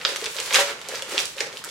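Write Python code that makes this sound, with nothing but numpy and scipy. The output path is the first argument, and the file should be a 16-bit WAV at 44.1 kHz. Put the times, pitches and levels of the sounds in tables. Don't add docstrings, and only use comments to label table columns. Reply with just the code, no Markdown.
import sys
import numpy as np
from scipy import signal
from scipy.fft import rfft, irfft, next_fast_len
from scipy.io import wavfile

SR = 44100
rng = np.random.default_rng(int(sys.argv[2]) if len(sys.argv) > 2 else 0)


def waveform_to_disk(signal):
    frames = np.transpose(np.atleast_2d(signal))
    scaled = np.clip(frames, -1, 1) * 32767
    samples = np.round(scaled).astype(np.int16)
    wavfile.write(sys.argv[1], SR, samples)


N = 74970


def amp(db):
    return 10 ** (np.asarray(db) / 20)


def unit_rms(x):
    return x / np.sqrt(np.mean(x ** 2) + 1e-20)


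def along(points, hz):
    points_hz, values = np.transpose(points)
    return np.interp(np.log(hz + 1), np.log(points_hz + 1), values)


def band(hz, centre_hz, octaves):
    return np.exp(-(np.log2((hz + 1) / centre_hz) / (2 * octaves)) ** 2)


def filtered(x, response):
    n = x.shape[-1]
    size = next_fast_len(n + SR // 4)
    return irfft(rfft(x, size) * response(np.fft.rfftfreq(size, 1 / SR)), size)[..., :n]


def add(out, start_s, x):
    i = max(0, round(start_s * SR))
    n = max(0, min(x.shape[-1], N - i))
    out[..., i:i + n] += x[..., :n]


def pulse(gain, size=1024):
    cepstrum = irfft(np.log(np.maximum(gain(np.fft.rfftfreq(size, 1 / SR)), 1e-4)))
    cepstrum[1:size // 2] *= 2
    cepstrum[size // 2 + 1:] = 0
    return irfft(np.exp(rfft(cepstrum)))


def diffuse_field(noise_pair):
    # frequency in Hz, left-right correlation.
    coherence = [(100, 0.77), (300, 0.79), (500, 0.97), (900, 0.1), (2000, -0.2), (4000, -0.17),
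                 (10000, -0.06)]

    def mid_side_gains(hz):
        angle = np.arccos(np.clip(along(coherence, hz), -1, 1)) / 2
        return np.array([np.cos(angle), np.sin(angle)])

    mid, side = filtered(noise_pair, mid_side_gains)
    return np.array([mid + side, mid - side])


def in_room(x, wet_db=-2, onset_s=0.0017):
    # frequency in Hz, T60 in seconds.
    t60_s = [(150, 0.45), (450, 0.38), (900, 0.34), (2000, 0.36), (6000, 0.34), (14000, 0.22)]
    hz, t, spectra = signal.stft(rng.standard_normal((2, SR // 2)), SR, nperseg=256)
    decay = amp(-60 * t / along(t60_s, hz)[:, None])
    tail = diffuse_field(signal.istft(spectra * decay, SR, nperseg=256)[1])
    tail *= 1 - np.exp(-(np.arange(tail.shape[1]) / SR / onset_s) ** 2)
    out = signal.fftconvolve(x, tail, axes=1)
    out *= amp(wet_db) * np.linalg.norm(x) / (np.linalg.norm(out) + 1e-12)
    out[:, :x.shape[1]] += x
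    return out


def room_tone(rms_db=-53.5):
    # frequency in Hz, relative spectral density in dB.
    spectrum = [(25, -19), (60, -3.5), (90, -9), (135, 1), (200, -3.5), (400, -4.5), (1000, -11),
                (4000, -21.5), (16000, -36)]
    air = diffuse_field(rng.standard_normal((2, N)))
    return amp(rms_db) * unit_rms(filtered(air, lambda hz: amp(along(spectrum, hz))))


def ring(tug_s=0.581, rise_s=0.012, waver_depth=0.18, waver_hz=30):
    # mode frequency in Hz, level in dB, T60 in seconds.
    modes = [(415, -30, 0.19), (567, -16.5, 0.34), (673, -36, 0.52), (784.4, -15.5, 0.13), (967, -31, 0.28),
             (1368, -27, 0.31), (1624, -35, 0.28)]
    out, t = np.zeros((2, N)), np.arange(SR // 2) / SR

    def waver():
        drift = filtered(rng.standard_normal(len(t)), lambda hz: np.exp(-(hz / waver_hz) ** 2))
        return waver_depth * unit_rms(drift)

    note = np.zeros(len(t))
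    for mode_hz, level_db, t60_s in modes:
        envelope = amp(level_db - 60 * t / t60_s) * (1 + waver())
        note += envelope * np.sin(2 * np.pi * (mode_hz * t + rng.random()) + waver())
    add(out, tug_s, note * (1 - np.exp(-t / rise_s)))
    return out


def thumps(rise_s=0.004, t60_s=0.03, roughness=0.81, trim_db=-1):
    # start in seconds, level in dB, pitch in Hz.
    flips = [(.051, -24.5, 540), (.091, -26, 457), (.12, -25, 484), (.15, -30, 528), (.221, -24.5, 461),
             (.27, -32, 493), (.358, -30, 521), (.39, -29, 490), (.512, -27.5, 530), (.606, -28, 433),
             (.887, -27.5, 560), (.922, -28.5, 506), (.937, -23.5, 487.4), (1.022, -29.5, 550),
             (1.09, -32.5, 413), (1.121, -25, 511), (1.131, -33, 298), (1.143, -23, 517), (1.18, -35, 537),
             (1.365, -34, 523), (1.407, -21, 476), (1.467, -31, 550), (1.537, -31, 530),
             (1.675, -36.5, 460)]
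    # frequency in Hz, gain in dB.
    cavity = [(280, -2), (415, 1), (475, -2.5), (545, 2), (600, -1), (690, -5.5)]
    out, t = np.zeros((2, N)), np.arange(SR // 10) / SR
    envelope = (1 - np.exp(-t / rise_s)) * amp(-60 * t / t60_s)
    for start_s, level_db, pitch_hz in flips:
        uneven = filtered(rng.standard_normal(len(t)), lambda hz: band(hz, pitch_hz, octaves=0.2))
        push = envelope * (np.sin(2 * np.pi * pitch_hz * t) + roughness * unit_rms(uneven))
        push *= amp(level_db + trim_db) / np.abs(push).max()
        add(out, start_s, in_room(np.array([push, push]), wet_db=-3))
    return filtered(out, lambda hz: amp(along(cavity, hz)))


def crinkle(ref_hz=3000, ref_pops_per_s=1100, size_spread_db=5, ref_pan_spread_db=10):
    # time in seconds, level in dB, base tilt in dB per octave.
    hands = [(0, -39, -2), (.045, -39, 0.5), (.09, -31, -0.5), (.13, -35, -0.5), (0.198, -39, 2),
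             (0.269, -36, -1.5), (.32, -40.5, 4), (0.389, -32, -0.5), (.44, -36, 2), (.5, -33, 0.5),
             (.53, -27.5, -1.5), (.548, -20.5, 0.5), (0.579, -22.5, -0.9), (0.609, -20, 0.5),
             (.635, -35, -0.5), (0.704, -30.5, -1.5), (0.746, -45, -2.5), (.8, -44, -1), (.865, -42, -1),
             (.905, -36, -2.5), (.955, -34, 0.5), (1.009, -41.5, -0.5), (1.065, -42, 0),
             (1.125, -31.5, 0.5), (1.17, -31, -1), (1.205, -28.5, 1), (1.25, -39.5, 0), (1.3, -44, 3),
             (1.355, -46.5, 1), (1.385, -35, 0), (1.42, -34, -1), (1.45, -41, -0.5), (1.51, -45, -2),
             (1.572, -39, 1.5), (1.63, -49.5, -1), (1.665, -39.5, -1.5), (1.7, -43.5, 5)]
    registers_hz = [130, 300, 700, 1400, 2500, 4200, 7000, 12000]
    # frequency in Hz, gain in dB.
    film = [(60, -29.5), (200, -16.5), (330, -10.5), (500, 1), (680, -6), (820, -1.5), (1050, -0.5),
            (1400, 1), (2400, -0.5), (4000, -2), (7500, -6.5), (11000, -13), (16000, -23)]
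    times_s, levels_db, tilts = np.transpose(hands)
    t = np.arange(N) / SR
    level_db = np.interp(t, times_s, levels_db)
    effort_db = level_db - level_db.mean()
    tilt_db_per_octave = np.interp(t, times_s, tilts) + 0.0128 * effort_db
    crowding = amp(0.45 * effort_db)
    register = lambda hz, centre_hz: band(hz, centre_hz, octaves=0.49)
    overlap = lambda hz: np.sqrt(sum(register(hz, c) ** 2 for c in registers_hz) + 1e-4)
    direct, click_energy = np.zeros((2, N)), 0
    for centre_hz in registers_hz:
        ratio = centre_hz / ref_hz
        click = pulse(lambda hz: register(hz, centre_hz) / overlap(hz) * amp(along(film, hz)))
        sizes = amp(size_spread_db * np.clip(rng.standard_normal(N), -2, 2)) * rng.choice([-1, 1], N)
        pan_rad = np.arctan(amp(ref_pan_spread_db * ratio * rng.standard_normal(N)))
        pops_per_s = ref_pops_per_s * crowding * ratio ** 0.6
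        pops = (rng.random(N) < pops_per_s / SR) * sizes / np.sqrt(crowding)
        pops = unit_rms(pops * np.array([np.cos(pan_rad), np.sin(pan_rad)]))
        pops *= amp(level_db + tilt_db_per_octave * np.log2(ratio))
        direct += signal.fftconvolve(pops, click[None], axes=1)[:, :N]
        click_energy += np.sum(click ** 2)
    out = np.zeros((2, N))
    for part in np.array_split(np.arange(N), 8):
        add(out, part[0] / SR, in_room(direct[:, part] / np.sqrt(click_energy)))
    return out


def snaps(trim_db=-2, pop_top_hz=9000, size=1024):
    # start in seconds, level in dB, band centre in Hz, width in octaves.
    creases = [(0.0139, -18, 2750, 0.5), (0.0506, -1.5, 3570, 0.33), (0.0504, -9, 4800, 0.18),
               (0.0508, -12, 1550, 0.34), (0.0584, -13, 2000, 0.82), (0.091, -9.5, 2300, 1.28),
               (0.1483, -22.5, 2260, 0.6), (0.1608, -6.5, 3350, 0.93), (0.167, -14, 6500, 0.69),
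               (0.215, -15, 4030, 0.72), (0.2427, -10, 3600, 0.83), (0.2587, -8, 4200, 0.62),
               (0.263, -10.5, 3060, 0.69), (0.366, -13, 4530, 0.61), (0.386, -14, 3370, 0.33),
               (0.4014, -7, 5500, 0.56), (0.4612, -14, 6500, 1), (0.5078, -12, 2440, 0.61),
               (0.527, -7.5, 3370, 0.47), (0.534, -9, 9000, 0.41), (0.5373, -4, 5100, 0.93),
               (0.544, -4, 2300, 0.35), (0.5444, 0, 5900, 0.32), (0.5501, 2.5, 4000, 1.09),
               (0.556, -2, 2160, 0.46), (0.559, 1, 3600, 0.48), (0.5629, -9, 1900, 0.76),
               (0.5645, -12, 1190, 0.43), (.568, -12.5, 2050, 0.35), (0.5911, -6, 2850, 0.55),
               (0.6064, -10, 3800, 0.99), (0.8154, -17, 2860, 0.98), (.8870, -10.5, 7200, 0.66),
               (0.95, -15, 3550, 0.51), (0.956, -14.5, 5400, 0.2), (.982, -17, 3380, 1.1),
               (0.994, -18.5, 3500, 0.69), (1.0225, -8, 4000, 1.1), (1.0948, -19.5, 5040, 0.87),
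               (1.122, -24, 2730, 0.47), (1.1794, -2, 3480, 0.44), (1.191, -6, 3800, 1.02),
               (1.195, -13.5, 3900, 0.45), (1.203, -9.5, 5300, 0.36), (1.2553, -8, 6370, 0.56),
               (1.3823, -20, 3230, 0.31), (1.4049, -8.5, 3200, 0.7), (1.4062, -15, 1930, 0.2),
               (1.4064, -6.5, 5130, 0.35), (1.468, -22, 3160, 0.77), (1.5283, -23, 4020, 0.48),
               (1.571, -18, 3470, 0.34), (1.6405, -14.5, 7800, 0.82), (1.6391, -28.5, 1390, 0.18),
               (1.6464, -14, 9500, 0.5), (1.6905, -21.5, 3700, .73)]
    # frequency in Hz, gain in dB.
    colour = [(400, 0), (800, -2.5), (1500, -0.5), (2700, 2.5), (5500, 1), (8000, 3), (11000, 0.5),
              (16000, -8)]
    shiver_db, shiver_rise_s, shiver_t60_s, shiver_width = -1.5, 0.00083, 0.0073, 0.78
    desk_db, desk_delay_s = -9, 0.0055
    out, t = np.zeros((2, N)), np.arange(size) / SR
    envelope = (1 - np.exp(-t / shiver_rise_s)) * amp(-60 * t / shiver_t60_s)
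    for start_s, level_db, centre_hz, octaves in creases:
        def spectrum(hz):
            slope = np.sqrt(centre_hz / (hz + centre_hz / 2))
            return band(hz, centre_hz, octaves) * slope * amp(along(colour, hz))

        click = pulse(spectrum)
        pop = pulse(lambda hz: spectrum(hz) / np.sqrt(1 + (hz / pop_top_hz) ** 4))
        noise = rng.standard_normal(size) + shiver_width * rng.standard_normal((2, size))
        shiver = signal.fftconvolve(noise * envelope, click[None], axes=1)[:, :size]
        shiver *= amp(shiver_db) * np.linalg.norm(click) / np.linalg.norm(shiver[0])
        snap = (pop + shiver) * amp(level_db + trim_db) / np.abs(click).max()
        add(out, start_s, in_room(snap))
        echo_s = start_s + desk_delay_s * (1 + 0.075 * rng.standard_normal())
        add(out, echo_s, amp(desk_db) * snap)
    return out


def scene():
    # frequency in Hz, left minus right in dB.
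    balance = [(200, -1.7), (600, -0.3), (1200, -0.5), (2600, -3), (5000, -1.2), (9000, -0.5), (14000, 0.5)]
    sides = np.array([[0.5], [-0.5]])
    bag = snaps() + crinkle() + thumps() + ring()
    return filtered(bag, lambda hz: amp(along(balance, hz) * sides)) + room_tone()


def record(dry):
    top_hz = 15900
    return filtered(np.clip(dry, -1, 1), lambda hz: hz < top_hz)


dry = scene()
out = record(dry)
waveform_to_disk(out)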